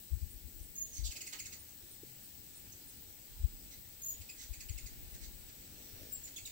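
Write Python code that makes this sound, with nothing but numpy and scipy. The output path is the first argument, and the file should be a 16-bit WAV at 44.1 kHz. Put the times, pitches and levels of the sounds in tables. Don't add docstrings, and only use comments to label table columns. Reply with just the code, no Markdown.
import sys
import numpy as np
from scipy import signal
from scipy.fft import rfft, irfft, next_fast_len
from scipy.io import wavfile
from scipy.ndimage import uniform_filter1d

SR = 44100
rng = np.random.default_rng(int(sys.argv[2]) if len(sys.argv) > 2 else 0)


def nominal_scale(level):
    x = np.asarray(level, float) / 20
    return 10 ** x


def materialize(psi):
    bounded = np.clip(np.atleast_2d(psi).T, -1, 1)
    quanta = np.round(bounded * 32767).astype(np.int16)
    wavfile.write(sys.argv[1], SR, quanta)


N = 287487


def read(points, hz):
    f, *columns = np.transpose(points)
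    return np.array([np.interp(np.log(hz + 1), np.log(f + 1), c) for c in columns])


def evened(x):
    return x / np.sqrt(np.mean(abs(x) ** 2) + 1e-20)


def add(mix, start_s, sound):
    at = round(start_s * SR)
    part = mix[max(at, 0):][:len(sound) + min(at, 0)]
    part += sound[max(-at, 0):][:len(part)]


def flutter(length, width_hz):
    settle = 3000
    pole = np.exp(-np.pi * width_hz / SR)
    z = rng.standard_normal((length + settle, 2)) @ [1, 1j]
    for _ in range(2):
        z = signal.lfilter([1], [1, -pole], z)
    return evened(z[settle:])


def wavelet(db, hz, cycles, phase, overtone_db=-21):
    u = np.arange(-2 * cycles, 2 * cycles, hz / SR)
    turn = 2 * np.pi * (u + phase)
    bell = nominal_scale(db - 16.4 * (u / cycles) ** 2)
    return bell * (np.sin(turn) + nominal_scale(overtone_db) * np.sin(2 * turn))


# f/Hz, left level/dB, right level/dB
HISS = [(29.8, -50, -47.5), (94, -38.5, -40), (150, -55, -50.5), (245, -47.5, -47), (588, -58.5, -58),
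        (875, -67.5, -55), (1027, -66.5, -64.5), (1720, -63.5, -56), (3340, -60.5, -55.5),
        (4000, -65.5, -52.5), (7290, -56.5, -56.5), (7885, -44, -55), (8550, -57.5, -54.5),
        (9900, -61, -57.5), (11030, -60, -63), (12670, -52.5, -66), (14700, -44.5, -67),
        (15800, -38.5, -59)]
# f/Hz, correlation
LIKENESS = [(30, 0.43), (130, 0.99), (290, 0.82), (640, 0.27), (1400, -0.28), (3000, 0.056)]
# t/s, level/dB
BREEZE_SWELL = [(0, -2), (.7, -2.5), (1.7, 0), (3, 0.5), (4, 0), (4.7, 1.5), (5.3, 1.5), (6, 5),
                (6.52, 0.5)]
# f/Hz, left share, right share
RUSTLE_SHARE = [(300, 0.3, 0.5), (1500, 1, 0.66), (4500, 0.59, 0.58), (9600, 0, 0.19), (12200, 0, 0.023)]


def hush():
    hz, t, z = signal.stft(rng.standard_normal((2, N)), SR, nperseg=1024, noverlap=768)
    same = np.clip(read(LIKENESS, hz)[0], -1, 1)[:, None]
    z = np.array([z[0], same * z[0] + np.sqrt(1 - same ** 2) * z[1]])
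    patches = uniform_filter1d(rng.standard_normal(z.shape), 14, 1)
    patches = evened(uniform_filter1d(patches, 16, 2))
    lumps = evened(uniform_filter1d(rng.standard_normal((2, 1, len(t))), 10, 2))
    lumps = lumps * (hz[:, None] < 110)
    breeze_db = read(RUSTLE_SHARE, hz)[..., None] * np.interp(t, *np.transpose(BREEZE_SWELL))
    z *= nominal_scale(read(HISS, hz)[..., None] + breeze_db + 1.17 * patches + 4.5 * lumps)
    return signal.istft(z, SR, nperseg=1024, noverlap=768)[1][:, :N]


# t/s, level/dB, f/Hz, cycles
STRONG_PUFFS = [(.136, -23, 65, 1.52), (0.17, -33.5, 80, 1), (0.234, -29.5, 73, 1.9),
                (0.461, -38.5, 62, 1.7), (.617, -36, 56.5, 0.91), (1, -31.5, 72.5, 1.1),
                (1.042, -29, 54, 2.6), (1.093, -32, 51.4, 0.87), (3.414, -34, 56.7, 1.1),
                (3.449, -17.5, 60.4, 0.93), (4.209, -41, 78, 1.7), (4.514, -32.5, 53.5, 1.06),
                (4.708, -28, 76.4, 0.86), (4.759, -37.5, 57, 2.1)]
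# t/s, left level/dB, right level/dB
SMALL_PUFFS = [(0, -40, -64), (.8, -48, -54), (1.2, -66, -63.5), (3.25, -62, -66.5), (3.4, -48, -40),
               (3.7, -59, -55), (4.35, -61, -60.5), (4.5, -45.5, -53), (4.9, -41, -50), (5.4, -45.5, -51),
               (5.6, -58, -62)]
PUFF_GAP_S, PUFF_SPREAD_DB = .05, 5
PUFF_HZ, PUFF_CYCLES = (39.5, 61), (0.61, 1.42)


def wind():
    out = np.zeros((2, N))
    for s, db, hz, cycles in STRONG_PUFFS:
        add(out[0], s - 2 * cycles / hz, wavelet(db, hz, cycles, rng.random()))
    when, *strength = np.transpose(SMALL_PUFFS)
    slots = np.arange(.1, N / SR, PUFF_GAP_S)
    for port in (0, 1):
        for slot, (late, size, pitch, long, phase) in zip(slots, rng.random((len(slots), 5))):
            s = slot + late * PUFF_GAP_S
            hz = np.interp(pitch, (0, 1), PUFF_HZ)
            cycles = np.interp(long, (0, 1), PUFF_CYCLES)
            db = np.interp(s, when, strength[port]) + PUFF_SPREAD_DB * (2 * size - 1)
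            add(out[port], s - 2 * cycles / hz, wavelet(db, hz, cycles, phase))
    return out


# t/s, level/dB, f/Hz, cycles
HOLLOW_POP = (2.036, -44, 360, 1.3)


def pop():
    s, db, hz, cycles = HOLLOW_POP
    out = np.zeros(N)
    add(out, s - 2 * cycles / hz, wavelet(db, hz, cycles, 0.44, -34))
    return out


# first t/s, last t/s, period/s, level/dB
PIP_BOUTS = [(-.03, 2.9, .322, -54), (3.601, 5.2, .372, -60)]
PIP_HZ, PIP_S, PIP_WIDTH_HZ, PIP_SPREAD_DB = 8980, 0.043, 510, 0.5


def insect():
    t, out = np.arange(0, PIP_S, 1 / SR), np.zeros(N)
    for first, last, period, db in PIP_BOUTS:
        for s in np.arange(first, last, period):
            tone = np.exp(2j * np.pi * PIP_HZ * t) * (0.71 + 0.62 * flutter(len(t), PIP_WIDTH_HZ))
            pip = tone.real * signal.windows.tukey(len(t), .6)
            add(out, s, nominal_scale(db + PIP_SPREAD_DB * rng.standard_normal()) * pip)
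    return out


# t/s, level/dB, centre f/Hz, width/Hz, length/s
AIR_WHISKS = [(1.143, -65, 654, 344, 0.044), (1.325, -53, 2305, 2500, 0.039)]


def whisks():
    out = np.zeros(N)
    for s, db, hz, width_hz, length_s in AIR_WHISKS:
        u = np.arange(0, 1, 1 / (length_s * SR))
        puff = flutter(len(u), width_hz) * np.exp(2j * np.pi * hz * length_s * u)
        add(out, s, nominal_scale(db) * puff.real * np.sin(np.pi * u ** .5))
    return out


# t/s, level/dB, beat f/Hz
WING_BEATS = [(0, -57.5, 45), (1.15, -62, 49), (1.901, -64.5, 43), (2.15, -51, 43), (2.3, -59.5, 43),
              (2.45, -57.5, 43.9), (3.1, -70, 44), (3.6, -52.5, 44.9), (4, -78, 43), (4.9, -67, 46.5),
              (5.2, -56.5, 50), (5.45, -61.5, 47.9), (5.8, -55.5, 50), (5.94, -62.5, 51.7),
              (6.03, -49, 54.8), (6.12, -61, 52.4), (6.27, -62, 44.1), (6.52, -69.5, 43.8)]
WING_LOW_HZ = 109
HOVER_HZ, HOVER_TOP_HZ, TOP_PER_BEAT = 43, 177, 36


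def wings():
    s, *columns = np.transpose(WING_BEATS)
    db, hz = (np.interp(np.arange(N) / SR, s, c) for c in columns)
    top_hz = np.maximum(HOVER_TOP_HZ + TOP_PER_BEAT * (hz - HOVER_HZ), 2 * hz)
    swing, hum = np.exp(2j * np.pi * np.cumsum(hz) / SR), np.zeros(N)
    for k in range(2, 13):
        overtone = (swing ** k * (.5 + .5 * flutter(N, 2.6 * k))).real
        lowpass = 1 / (1 + (k * hz / top_hz) ** 4)
        highpass = 1 / (1 + (WING_LOW_HZ / (k * hz)) ** 4)
        hum += overtone * lowpass * highpass
    return nominal_scale(db) * hum * np.sqrt(hz / top_hz)


# f/Hz, left level/dB, right level/dB
PORT_COLOUR = [(1270, 2.5, 5.5), (2500, 0, 4), (4000, -1, 12.5), (7000, 7, 7.5), (7880, 8, 0),
               (8640, -4.5, -1.5), (10300, -5.5, -7.5), (15400, 14, -12)]
# f/Hz, t60/s
PORCH_T60 = [(1000, 0.25), (3000, 0.26), (7000, 0.24), (14000, 0.15)]
ECHO_DB, LEFT_LAG_S = -1.5, .00036
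DIRECT_DB = (-1, 1)


def porch(x):
    taps = np.zeros((2, SR // 2))
    at = np.arange(80, SR // 2 - 20, 20)
    at, sign = at + rng.integers(0, 20, (2, len(at))), rng.choice([-1., 1.], (2, len(at)))
    np.put_along_axis(taps, at, sign, 1)
    hz, t, z = signal.stft(taps, SR, nperseg=128)
    decay = nominal_scale(-60 * t / read(PORCH_T60, hz)[0][:, None])
    tail = signal.istft(z * decay, SR, nperseg=128)[1]
    tail *= nominal_scale(ECHO_DB) / np.linalg.norm(tail[0])
    tail[[0, 1], [round(LEFT_LAG_S * SR), 0]] += nominal_scale(np.array(DIRECT_DB))
    size = next_fast_len(N)
    heard = rfft(signal.fftconvolve(x[None], tail, axes=1)[:, :N], size)
    hz = np.fft.rfftfreq(size, 1 / SR)
    return irfft(heard * nominal_scale(read(PORT_COLOUR, hz)), size)[:, :N]


# f/Hz, level/dB
THROAT_GAIN = [(1200, 2), (2400, 5), (3400, 1), (4800, -2), (7000, 8), (9500, 9), (13000, -2)]
# f/Hz, level/dB
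BREATH_COLOUR = [(1000, -7), (2200, -11), (4000, -1), (6500, -0.5), (9000, -0.5), (12000, -3.5),
                 (15500, -28)]


def chip(db, start_hz, end_hz, length_s, rough):
    u = np.arange(0, 1, 1 / (length_s * SR))
    rough = np.clip(rough, 0, 1)
    hz = start_hz + (end_hz - start_hz) * u ** 1.4
    turns = np.cumsum(hz) / SR
    opening = np.clip(np.minimum(u / 0.36, (1 - u) / 0.23), .15, 1)
    voice = np.zeros(len(u))
    for k in range(1, 7):
        smear = (1 - rough) ** 2 + rough * flutter(len(u), 650 * k ** 0.57 * (0.18 + rough))
        partial = (smear * np.exp(2j * np.pi * k * turns)).real
        partial = partial * nominal_scale(read(THROAT_GAIN, k * hz)[0]) * (k * hz < 16000)
        voice += partial * (opening if k > 1 else 1)
    bins = np.fft.rfftfreq(len(u), 1 / SR)
    above_pitch = 1 / (1 + (1.03 * end_hz / (bins + 1)) ** 8)
    noise = rfft(rng.standard_normal(len(u)))
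    breath = irfft(noise * nominal_scale(read(BREATH_COLOUR, bins)[0]) * above_pitch, len(u))
    note = np.sqrt(1 - rough ** 5) * evened(voice) + rough ** 2.5 * evened(breath) * opening
    return nominal_scale(db - 11) * note * np.sin(np.pi * u ** 1.3) ** 0.47


# t/s, level/dB
THIN_TICKS = [(.593, -57), (1.689, -56), (2.721, -48.5), (2.901, -58)]


def ticks():
    out = np.zeros(N)
    for s, db in THIN_TICKS:
        add(out, s, chip(db, start_hz=6750, end_hz=5470, length_s=0.013, rough=0.51))
    return out


# t/s, level/dB
RISING_SLURS = [(6.235, -42), (6.249, -43), (6.265, -54)]


def slurs():
    out = np.zeros(N)
    for s, db in RISING_SLURS:
        add(out, s, chip(db, start_hz=6750, end_hz=7660, length_s=.012, rough=0.17))
    return out


# t/s, level/dB, start f/Hz, length/s, roughness 0-1
HELD_BUZZES = [(0.91, -45.5, 6500, 0.086, 0.77), (0.918, -50.5, 2227, .106, 0.92),
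               (3.695, -52, 2114, 0.057, .8), (4.288, -41.5, 2560, 0.018, 0.5),
               (4.362, -47.5, 2003, 0.098, 0.87), (4.375, -52.5, 6350, 0.076, 0.4),
               (5.198, -49.5, 2150, 0.071, 0.87), (5.472, -57, 2320, 0.045, 0.9),
               (5.749, -63.5, 5860, 0.37, 0.36), (6.357, -40, 3490, 0.019, 0.52)]


def buzzes():
    out = np.zeros(N)
    for s, db, hz, length_s, rough in HELD_BUZZES:
        add(out, s, chip(db, hz, 0.94 * hz, length_s, rough))
    return out


# t/s, length/s, start f/Hz, level/dB, octave level re tone/dB
THIN_WHISTLES = [(0.752, 0.11, 6572, -48, -5), (4.013, 0.13, 6630, -49.5, 3), (6.114, .01, 8470, -53, -20),
                 (6.121, 0.042, 7510, -46, -5)]
WHISTLE_RISE_HZ_PER_S = 1920
WHISTLE_PEAK_AT, WHISTLE_START_DB, WHISTLE_END_DB = 0.58, -4.5, -9.5


def whistle(length_s, start_hz, peak_db, octave_db):
    t = np.arange(0, length_s, 1 / SR)
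    wobble_hz = 50 * flutter(len(t), 39.4).real
    hz = start_hz + WHISTLE_RISE_HZ_PER_S * t + wobble_hz
    arch_db = np.interp(t / length_s, [0, WHISTLE_PEAK_AT, 1], [WHISTLE_START_DB, 0, WHISTLE_END_DB])
    swing = np.exp(2j * np.pi * np.cumsum(hz) / SR)
    tone = swing * evened(0.55 + 0.44 * flutter(len(t), 150))
    octave = swing ** 2 * evened(.6 + .6 * flutter(len(t), 240))
    both = (tone + nominal_scale(octave_db) * octave).real
    return nominal_scale(peak_db + arch_db) * both * signal.windows.tukey(len(t), .1)


def whistles():
    out = np.zeros(N)
    for s, *row in THIN_WHISTLES:
        add(out, s, whistle(*row))
    return out


# t/s, level/dB, start f/Hz, length/s, roughness 0-1
CHATTER_NOTES = [(1.03, -37.5, 4727, 0.055, 0.92), (1.102, -41, 2990, .031, 0.76),
                 (1.151, -40.5, 2920, 0.029, 0.78), (1.202, -39, 2864, 0.024, 0.63),
                 (1.257, -41, 2863, 0.028, 0.63), (1.32, -39, 2603, .023, 0.75),
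                 (1.385, -38.5, 2826, 0.026, 0.53), (1.445, -41.5, 2770, 0.031, 0.64),
                 (1.516, -44, 2644, 0.029, 0.67), (4.206, -48.5, 2810, 0.023, 0.78),
                 (4.527, -44, 2687, 0.022, 0.54), (4.599, -42, 2674, .022, 0.7),
                 (4.685, -42, 2740, 0.0177, 0.52), (4.773, -41.5, 2750, .02, 0.6),
                 (4.854, -44.5, 2654, 0.025, 0.47), (5.135, -50.5, 2380, 0.021, 0.6),
                 (6.267, -48.5, 2500, 0.023, .76), (6.371, -44, 2804, 0.024, 0.63),
                 (6.452, -39.5, 3940, 0.013, 0.6), (6.458, -44, 2905, 0.0257, 0.66)]
CHATTER_FALL_HZ_PER_S = 36000


def chatter():
    out = np.zeros(N)
    for s, db, hz, length_s, rough in CHATTER_NOTES:
        add(out, s, chip(db, hz, hz - CHATTER_FALL_HZ_PER_S * length_s, length_s, rough))
    return out


def scene():
    birds = ticks() + slurs() + buzzes() + whistles() + chatter()
    return hush() + wind() + pop() + wings() + porch(insect() + whisks() + birds)


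def top_cut(x):
    return signal.sosfilt(signal.butter(12, 17110, fs=SR, output="sos"), x)


def record(dry):
    edge = signal.firwin(1023, 15780, window=("kaiser", 9), fs=SR)
    mix = signal.oaconvolve(dry, edge[None], "same", axes=1)
    return top_cut(mix)


dry = scene()
out = record(dry)
materialize(out)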